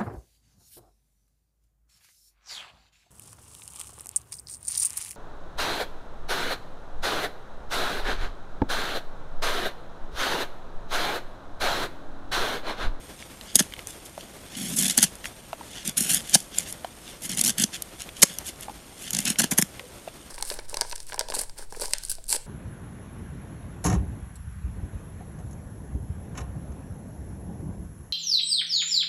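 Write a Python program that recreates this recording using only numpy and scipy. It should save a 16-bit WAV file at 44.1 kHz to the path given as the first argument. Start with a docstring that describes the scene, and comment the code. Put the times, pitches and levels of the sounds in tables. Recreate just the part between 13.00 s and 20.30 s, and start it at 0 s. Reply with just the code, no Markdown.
"""Whittling a dry stick

A knife shaves long curls down a dry stick that stands on the ground, close to a microphone on a still night.
The edge rasps as a stream of snapping fibres, and catches and tears free in ragged bursts of filtered noise;
each lurch rings the damped modes of the stick. Between strokes the curls brush and tick, lone fibres snap and
the wood gives hollow knocks, as damped sines, and a faint sinking creak. Soft air noise and a thin whine run on.
"""
import sys
import numpy as np
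from scipy import signal
from scipy.fft import rfft, irfft
from scipy.io import wavfile
from scipy.ndimage import uniform_filter1d, map_coordinates

SR = 44100
rng = np.random.default_rng(int(sys.argv[2]) if len(sys.argv) > 2 else 0)


def wav_record(signal):
    """Record a signal, one row per channel, as 16-bit PCM in the file named by sys.argv[1]."""
    frames = np.transpose(np.atleast_2d(signal))
    bounded = np.clip(frames, -1, 1)
    # unit amplitude maps onto the largest positive 16-bit level
    quanta = np.round(bounded * 32767).astype(np.int16)
    wavfile.write(sys.argv[1], SR, quanta)


N = 321919
TIME = np.arange(N) / SR
HZ = np.fft.rfftfreq(N, 1 / SR)

# Levels, woodiness and brightness in the tables are relative: the functions trim and scale them.
# spectrum of the background air: [freq_hz, density_db]
AIR_SPECTRUM = [(12, -15), (20, -0.5), (65, 1.5), (93, -2), (129, -2.5), (174, -2.5), (309, -4),
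                (478, -7.5), (519, -5.5), (1030, -12), (2220, -16), (7390, -22.5), (8700, -21.5),
                (13900, -24)]
# whine of the microphone's electronics: [freq_hz, width_hz, level_db]
WHINE_BANDS = [(8680, 140, -60), (11200, 100, -68)]
# blade and curls brushing lightly over the wood, and early on a sleeve rustling faintly: [middle_s, length_s,
# level_db, bright_db]
BRUSH_STROKES = [(0.213, 0.053, -51, -22), (0.497, 0.08, -52.5, -16), (0.903, 0.043, -42, 13),
                 (1.06, 0.018, -42.5, 17), (1.202, 0.035, -47.5, -9), (1.583, 0.11, -43, -12),
                 (1.96, 0.064, -38, 13), (2.262, 0.03, -38.5, 9), (2.764, 0.12, -45.5, -7),
                 (3.18, 0.047, -35, 9), (3.33, 0.12, -37, 9), (3.586, 0.074, -35, 6),
                 (3.694, 0.045, -38, 12), (4.09, 0.077, -47, -13), (4.749, 0.032, -33, -4),
                 (5.013, 0.046, -41.5, -6), (5.186, 0.05, -43.5, -7), (5.315, 0.12, -44.5, -5),
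                 (5.478, 0.039, -33, 7), (5.632, 0.02, -40.5, 5), (6.058, 0.1, -38, -3),
                 (6.226, 0.05, -38, -2)]
# pushes of the blade through the wood; drag is the rumble of the stick relative to the rasp:
# [start_s, length_s, rasp_db, swell_db, drag_db, bright_db, catch_db (relative to rasp), catches_per_s]
BLADE_PUSHES = [(0.55, 0.076, -38, 0, -5, -1, 8, 49), (1.571, 0.18, -34, 2, 0.5, 12, -4, 81),
                (1.767, 0.1, -27.5, 0.5, -6.5, 7, 8, 87), (1.8824, 0.037, -29, 1, -11.5, -2.5, 10.5, 75),
                (1.974, 0.07, -30, 7, -11, -4, 9, 87), (2.853, 0.04, -35.5, -0.5, -2.5, 1, 2, 99),
                (2.972, 0.14, -30, -5.5, -9.5, 12.5, 1, 71), (3.095, 0.08, -26, -6.5, -13, 7, 4.5, 142),
                (3.335, 0.032, -32, -4, -7, -6, 7, 80), (4.222, 0.033, -35.5, 9, -10, 9, 4, 54),
                (4.2955, 0.11, -38, -8, -3, 2, 8, 56), (4.374, 0.042, -32, -4, -10.5, 5, 11, 88),
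                (4.44, 0.064, -32.5, -3.5, -9, -1.5, 16, 110), (4.584, 0.044, -26, 1.5, -7, 1.5, 7, 60),
                (6.134, 0.068, -37, -2, -5, -2, 17.5, 62), (6.255, 0.053, -27.5, 1.5, -5, -0.5, 9, 52),
                (6.388, 0.062, -36, -0.5, -3, -4, 17, 61), (6.513, 0.02, -42.5, 4, -4, 0, 21, 67),
                (6.573, 0.053, -43.5, 0, -8, 3, 6, 63)]
# spectrum of the rasp: [freq_hz, density_db]
RASP_SPECTRUM = [(240, -45), (400, -46), (554, -11.5), (735, -3), (891, -31), (1220, -10), (1520, -4.5),
                 (2110, -1.5), (2550, 2.5), (3390, 4), (3930, -5), (6700, -1), (8250, -1), (10800, -3.5),
                 (13900, -10.5)]
# fixed peaks and hollows in the colour of the scraping and tearing, from blade and microphone:
# [freq_hz, width_hz, lift_db]
CUT_COLOUR = [(1230, 58, -15), (1700, 190, 2), (2500, 610, -5), (4280, 140, 4.5), (5500, 230, 2),
              (6630, 90, 4.5), (8230, 230, 9), (8250, 440, -10), (9320, 500, 2.5), (10720, 250, 5),
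              (13000, 330, -11), (14600, 350, -27)]
# the flat of the blade, singing faintly while it slides: [freq_hz, width_hz, lift_db]
SLIDE_RESONANCES = [(2100, 87, 5.5), (3544, 140, 2.5)]
# damped modes of the held stick: [freq_hz, level_db, t60_s]
STICK_MODES = [(189.6, 5.5, 0.034), (220, 7.5, 0.023), (302, -14.5, 0.053), (540, -8, 0.0088)]
# curls ticking against each other: [start_s, level_db, pitch_hz]
CURL_TICKS = [(.225, -36, 2230), (.4115, -33, 2900), (.723, -34, 2080), (.7375, -28, 2220),
              (.765, -37, 2100), (.7915, -30, 2140), (2.243, -29, 2080), (2.2555, -21, 1920),
              (4.732, -37, 2110), (5.09, -32.5, 2480), (6.358, -31.5, 2190), (6.795, -30, 2090),
              (7.084, -36.5, 2530)]
# modes of a tick: [multiple_of_pitch, level_db, swell_s]
CURL_TICK_MODES = [(1, 0.1, 0.00065), (1.4, -1.5, 0.00076)]
# bundles of fibres tearing free as the blade lurches:
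# [middle_s, level_db, length_s, woody_db, bright_db, thump_db]
FIBRE_TEARS = [(0.557, -3.5, 0.0035, -7, -2.5, -26.5), (0.565, -11.5, 0.0013, -2, 4, -32.5),
               (0.593, -13.5, 0.0051, 5.5, -12, -43), (0.6, -13.5, 0.0056, 0, -5, -42),
               (0.6045, -21, 0.006, 20, -5, -22), (1.792, -20, 0.013, -18, 0, -31),
               (1.9788, -6.5, 0.0036, 10, 14, -26.5), (1.9861, -16.5, 0.0055, 2, -16, -29),
               (2.0305, -8.5, 0.0052, 9, 5.5, -26), (2.0407, -13, 0.0053, 1, -6, -28),
               (2.8768, -17, 0.0026, 0, 4.5, -35.5), (2.982, -16.5, 0.012, -16, 11, -33),
               (3.0077, -15.5, 0.0046, 11, 13, -26.5), (3.146, -8.5, 0.0016, 1, 10, -51),
               (3.3455, -8, 0.007, -12, -12, -32.5), (3.353, -8.5, 0.0044, 6.5, -2.5, -22.5),
               (4.4134, -8, 0.0014, -2, 0, -32), (4.639, -11, 0.00272, -7, -13.5, -24.5),
               (5.2216, -9, 0.0027, 7, 7, -51), (5.227, -7, 0.0031, 3, -11, -31),
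               (5.2322, -1.5, 0.0045, 14, -1, -27.5), (6.396, -14, 0.01, 19.5, 5.5, -32),
               (6.438, -25, 0.008, 22, -14, -21.5), (6.518, -18.5, 0.0092, 22, 8.5, -22.5),
               (6.5855, -10, 0.0093, 22, 12.5, -19), (6.6162, -19, 0.0033, 10, 8, -53),
               (6.6245, -10, 0.0021, 12.5, 5.5, -25.5)]
# spectrum of a tear: [freq_hz, density_db]
TEAR_SPECTRUM = [(80, -66), (220, -12.5), (450, -21), (700, -13), (1200, -21), (1700, -11.5), (2500, -8.5),
                 (3300, -5.5), (4200, -7.5), (6200, 1.5), (8000, 1.5), (10300, 0.5), (12500, -6),
                 (14000, -8)]
# single dry fibres snapping in the curls: [middle_s, level_db]
FIBRE_SNAPS = [(0.872, -20.5), (2.155, -30.5), (2.895, -18.5), (3.296, -23), (3.404, -25), (3.5856, -7),
               (3.726, -20), (4.8226, -17.5), (5.02, -25), (5.3868, -17), (5.6094, -28.5), (6.1071, -17)]
# hollow knocks of wood: [start_s, level_db, pitch_hz]
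WOOD_KNOCKS = [(1.178, -33, 597), (2.5305, -26.5, 653), (2.610, -38, 920), (3.353, -25, 720),
               (3.8455, -27, 736), (5.231, -20, 556), (5.6825, -34.5, 815), (5.696, -34, 846),
               (6.794, -41, 1030), (7.076, -32.5, 650)]
# modes of a knock: [multiple_of_pitch, level_db, swell_s]
WOOD_KNOCK_MODES = [(1, 4.5, 0.0017), (2.4, -6.5, 0.00072), (2.85, -5.5, 0.00046), (4.2, -7.5, 0.0013),
                    (5.5, -8, 0.00057)]

AIR_DB = -46.5
HANDLING_DB = -54  # the curls never lie quite still; before the rasp trim
PUSH_ATTACK_S, PUSH_RELEASE_S = 0.0048, 0.017  # time constants
CATCH_S, SNAP_S = 0.003294, 0.0011  # lengths of the bursts
CATCH_JITTER, CATCH_SPREAD_DB = 0.2, 1.5  # unevenness of spacing and of strength
CREAK_START_S, CREAK_DB = 6.797, -38.5
CREAK_FIRST_HZ, CREAK_LAST_HZ = 560, 482
EDGE_HZ = 14100  # upper band limit


def gain_of(db):
    """Decibel law: 20 dB is a tenfold amplitude."""
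    return 10 ** (np.asarray(db) / 20)


def unit_rms(x):
    """Normalisation of power: scales x to rms 1."""
    return x / np.sqrt(np.mean(x ** 2) + 1e-20)


def spectrum_db(points, hz):
    """Spectral envelope: a dB curve joined by straight lines over log frequency."""
    freq_hz, level_db = np.transpose(points)
    return np.interp(np.log(hz + 1), np.log(freq_hz + 1), level_db)


def peaks_and_hollows_db(bells, hz):
    """Spectral colouring: the dB that a set of bell-shaped peaks and hollows adds to a sound."""
    return sum(db / (1 + (2 * (hz - f) / width) ** 2) for f, width, db in bells)


def coloured(x, db):
    """Linear filtering: weights the frequency bins of x by a dB curve; rms 1."""
    return unit_rms(irfft(rfft(x) * gain_of(db), len(x)))


def wobble(rate_hz):
    """Random modulation: noise low-passed at rate_hz; rms 1."""
    return unit_rms(irfft(rfft(rng.standard_normal(N)) / (1 + (HZ / rate_hz) ** 4), N))


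def add(mix, start_s, sound):
    """Superposition: adds a sound to the mix at its start, cut off at the end."""
    part = mix[max(round(start_s * SR), 0):][:len(sound)]
    part += sound[:len(part)]


def background(drift_db=2.0):
    """Stationary noise: still night air, drifting in level, with the hiss and thin whine of the microphone."""
    noise = coloured(rng.standard_normal(N), spectrum_db(AIR_SPECTRUM, HZ))
    air = noise * gain_of(AIR_DB + drift_db * wobble(22))
    whine = np.zeros(N)
    for freq_hz, width_hz, db in WHINE_BANDS:
        band_db = -10 * np.log10(1 + (2 * (HZ - freq_hz) / width_hz) ** 4)
        whine += gain_of(db) * coloured(rng.standard_normal(N), band_db)
    return air + whine


def stick_ring(swell_s=0.0045, low_hz=130):
    """Modal decay: the stick's answer to one push; it is too thin to radiate deep bass."""
    t = np.arange(SR // 8) / SR
    ring = sum(gain_of(db - 60 * t / t60) * np.sin(2 * np.pi * hz * t) for hz, db, t60 in STICK_MODES)
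    no_bass = signal.butter(4, low_hz, "high", fs=SR, output="sos")
    return signal.sosfilt(no_bass, ring * (1 - np.exp(-t / swell_s)))


def fibres(per_s, spread_db):
    """Random impulse train: tiny snaps of either sign, their sizes spread exponentially in dB; rms 1."""
    size = gain_of(spread_db * np.minimum(rng.exponential(1, N), 4))
    sign = rng.choice([-1, 1], N)
    return unit_rms(size * sign * (rng.random(N) < per_s / SR))


def push_force(start_s, length_s, db, swell_db):
    """Contact force: the edge bites, the pressure grows or eases, the edge lets go."""
    before = np.maximum(start_s - TIME, 0) / PUSH_ATTACK_S
    after = np.maximum(TIME - start_s - length_s, 0) / PUSH_RELEASE_S
    progress = np.clip((TIME - start_s) / length_s, 0, 1)
    return gain_of(db + swell_db * (progress - .5)) * np.exp(-before - after)


def contact():
    """Contact force over time: light touch, total force, drag on the stick, and brightness of the rasp."""
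    light, bright = np.full(N, gain_of(HANDLING_DB)), np.zeros(N)
    for middle_s, length_s, db, bright_db in BRUSH_STROKES:
        touch = gain_of(db) * .5 ** ((2 * (TIME - middle_s) / length_s) ** 2)
        light += touch
        bright += (bright_db - bright) * touch / light  # the stronger contact sets the brightness
    force, drag = light, light * gain_of(-12)
    for start_s, length_s, db, swell_db, drag_db, bright_db, _, _ in BLADE_PUSHES:
        push = push_force(start_s, length_s, db, swell_db)
        bright += (bright_db - bright) * push / (push + force)
        force = np.maximum(force, push)
        drag = np.maximum(drag, push * gain_of(drag_db))
    return light, force, drag, bright


def scraping(rasp_db=-1, rumble_db=-3.5, chatter_db=2, chatter_hz=220, swing_db=2, crackle=0.25):
    """Stick-slip friction: the edge moves unevenly, snapping fibres and shaking the stick."""
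    light, force, drag, bright = contact()
    # a firm push cuts a dense stream of fibres; a light touch also flicks them one by one
    loose = crackle * light / force
    dense = unit_rms(fibres(per_s=7000, spread_db=2.0) + 0.56 * rng.standard_normal(N))
    grains = np.sqrt(1 - loose) * dense + np.sqrt(loose) * fibres(per_s=1500, spread_db=6.5)
    colour_db = spectrum_db(RASP_SPECTRUM, HZ) + peaks_and_hollows_db(CUT_COLOUR + SLIDE_RESONANCES, HZ)
    spectrum = rfft(grains) * gain_of(colour_db)
    # coarse and fine fibres take turns, around the brightness of each push
    fine_share = HZ ** 6 / (HZ ** 6 + 7000. ** 6)
    coarse = irfft(spectrum * (1 - fine_share), N)
    fine = irfft(spectrum * fine_share, N)
    swing = gain_of(swing_db * wobble(30) + 0.3 * bright)
    chatter = unit_rms(gain_of(chatter_db * wobble(chatter_hz)))
    rasp = unit_rms(coarse / swing + fine * swing) * chatter
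    shake = unit_rms(signal.oaconvolve(fibres(per_s=360, spread_db=-1.5), stick_ring())[:N])
    return force * gain_of(rasp_db) * rasp + drag * gain_of(rumble_db) * shake


def taps(rows, modes, after_db, after_s, spread, crack_db, crack_s, hardness=0.6, firm_db=-29):
    """Impact: light blows give a few damped cycles, a crack of contact and a faint shiver afterwards."""
    out, t = np.zeros(N), np.arange(SR // 8) / SR
    hz = np.fft.rfftfreq(len(t), 1 / SR)
    for start_s, db, pitch_hz in rows:
        shiver_noise, crack_noise = rng.standard_normal((2, len(t)))
        tilt_db = hardness * min(db - firm_db, 0)  # per octave: a soft blow wakes less of the upper modes
        blow = np.zeros(len(t))
        for multiple, mode_db, swell_s in modes:
            envelope = t / swell_s * np.exp(1 - t / swell_s)
            mode_gain = gain_of(mode_db + tilt_db * np.log2(multiple))
            blow += mode_gain * envelope * np.sin(2 * np.pi * multiple * pitch_hz * t)
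        band_db = -10 * np.log10(1 + (np.log((hz + 1) / pitch_hz) / spread) ** 4)
        shiver = gain_of(after_db) * coloured(shiver_noise, band_db) * np.exp(-t / after_s)
        crack = gain_of(crack_db + tilt_db) * crack_noise * np.exp(-t / crack_s)
        add(out, start_s, gain_of(db) * (blow + shiver + crack))
    return out


def ticks():
    """Impact of light bodies: curls tick against each other."""
    return taps(CURL_TICKS, CURL_TICK_MODES, after_db=-5.5, after_s=0.0038, spread=0.47,
                crack_db=-1.0, crack_s=0.00085)


def tearing(rows, thump_trim_db=3, rustle_db=-28, rustle_s=0.002, shape=1.07, skew=0.033, body_hz=3000,
            lag=0.553, ragged_db=3.0, lead=0.93, bite_s=0.00056, detune=0.041, size=4096):
    """Brittle fracture: a bundle gives way in a burst, the curl rustles on, the freed stick springs back."""
    out, ring = np.zeros(N), stick_ring()
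    ring /= abs(ring).max()
    steps = np.arange(len(ring))
    t, hz = (np.arange(size) - size // 4) / SR, np.fft.rfftfreq(size, 1 / SR)
    colour_db = spectrum_db(TEAR_SPECTRUM, hz) + peaks_and_hollows_db(CUT_COLOUR, hz)
    woody = 1 / (1 + (hz / body_hz) ** 4)
    octaves = np.log2(np.maximum(hz, 4000) / 8000)
    for middle_s, db, length_s, woody_db, bright_db, thump_db in rows:
        noise, lumps = rng.standard_normal((2, size))
        grip = rng.standard_normal()
        if db < -60:  # too faint to hear
            continue
        burst = .5 ** (np.abs(2 * t / length_s / (1 + skew * np.sign(t))) ** shape)
        bite = .5 + .5 * np.tanh((t + lead * length_s) / bite_s)  # the first fibres break abruptly
        rustle = gain_of(rustle_db) * np.exp(-np.abs(t) / rustle_s) * (t > 0)
        envelope = bite * burst + rustle
        # the fibres of a bundle part one after another, which makes the burst ragged
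        ragged = gain_of(ragged_db * unit_rms(uniform_filter1d(lumps, 30)))
        tear_db = colour_db + 0.9 * woody_db * woody + 0.52 * bright_db * octaves
        crackle = coloured(noise * ragged * envelope, tear_db)
        # bending waves are slower at low pitch: the treble is on time and the woody part comes last
        bending = np.exp(-4j * np.pi * lag * length_s * (np.sqrt(1000 * hz) - hz / 6))
        crackle = irfft(rfft(crackle) * bending) * np.sqrt(np.mean(envelope ** 2))
        add(out, middle_s + t[0], gain_of(db) * crackle)
        # the shifting grip detunes the stick a little from one thump to the next
        thump = np.interp(steps * np.exp(detune * grip), steps, ring)
        add(out, middle_s + 0.3 * length_s, gain_of(thump_db + thump_trim_db) * thump)
    return out


def catches(woody_db=7, woody_per_drag=0.71, bright_spread_db=3, thump_db=-8.0, let_go_db_per_s=3000, count=18):
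    """Stick-slip: in a push the edge catches repeatedly; more drag makes woodier tears and heavier thumps."""
    rows = []
    for start_s, length_s, db, swell_db, drag_db, bright_db, catch_db, per_s in BLADE_PUSHES:
        gap, strength, tint = rng.standard_normal((count, 3)).T
        gaps_s = np.exp(CATCH_JITTER * gap) / per_s
        after_s = np.cumsum(gaps_s) - gaps_s
        swell = swell_db * (np.minimum(after_s / length_s, 1) - .5)
        let_go_db = let_go_db_per_s * np.maximum(after_s - length_s, 0)
        peaks_db = db + swell - let_go_db + catch_db + CATCH_SPREAD_DB * strength
        for s, peak_db, shade in zip(after_s, peaks_db, tint):
            rows.append((start_s + s, peak_db, CATCH_S, woody_db + woody_per_drag * drag_db,
                         bright_db + bright_spread_db * shade, peak_db + drag_db + thump_db))
    return rows


def snaps(woody_db=3, bright_db=6):
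    """Fracture of a lone fibre: one very short tear, too light to move the stick, so without a thump."""
    return [(s, db, SNAP_S, woody_db, bright_db, -np.inf) for s, db in FIBRE_SNAPS]


def knocks():
    """Impact of hollow wood: longer-lasting low modes with a softer crack."""
    return taps(WOOD_KNOCKS, WOOD_KNOCK_MODES, after_db=-2.0, after_s=0.0047, spread=0.34,
                crack_db=-16, crack_s=0.0076)


def creak(rough=0.81, sag_s=0.025, fade_s=0.032):
    """Friction tone: wood rubs on wood after the last push, in a short, unsteady, sinking note."""
    t = np.maximum(TIME - CREAK_START_S, 0)
    pitch_hz = CREAK_LAST_HZ + (CREAK_FIRST_HZ - CREAK_LAST_HZ) * np.exp(-t / sag_s)
    level = gain_of(CREAK_DB) * (t > 0) * np.exp(-t / fade_s) * (1 + rough * wobble(94))
    return np.sqrt(2) * level * np.sin(2 * np.pi * np.cumsum(pitch_hz) / SR)


def off_the_hand(x, share=0.48, delay_s=0.000907, travel=0.232):
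    """Comb filtering: the moving fist reflects the treble, and the changing delay sweeps a faint comb."""
    delay = delay_s * np.exp(travel * wobble(4.33))
    treble = irfft(rfft(x) * HZ ** 2 / (HZ ** 2 + 1500 ** 2), N)
    return x + share * map_coordinates(treble, [(TIME - delay) * SR], order=3)


def surroundings(x, wet_db=-24, t60_s=0.24):
    """Scattering: ground and brush send back a short, faint tail of sparse echoes."""
    t = np.arange(SR // 3) / SR
    echoes = rng.standard_normal(len(t)) * (rng.random(len(t)) < .06)
    tail = echoes * (t > .004) * gain_of(-60 * t / t60_s)
    return x + gain_of(wet_db) * signal.oaconvolve(x, tail / np.linalg.norm(tail))[:N]


def scene():
    """Superposition: knife, stick and curls, with their scattered tail, over the quiet background."""
    cut = off_the_hand(scraping() + tearing(FIBRE_TEARS + snaps() + catches()))
    stick_and_curls = cut + ticks() + knocks() + creak()
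    return (surroundings(stick_and_curls) + background())[None]


def record(dry):
    """Overload and band limit: peaks beyond full scale are clipped, then a low-pass ends the treble."""
    low_pass = signal.firwin(255, EDGE_HZ, window=("kaiser", 7), fs=SR)
    return signal.oaconvolve(np.clip(dry, -1, 1), low_pass[None], "same")


dry = scene()
out = record(dry)
wav_record(out)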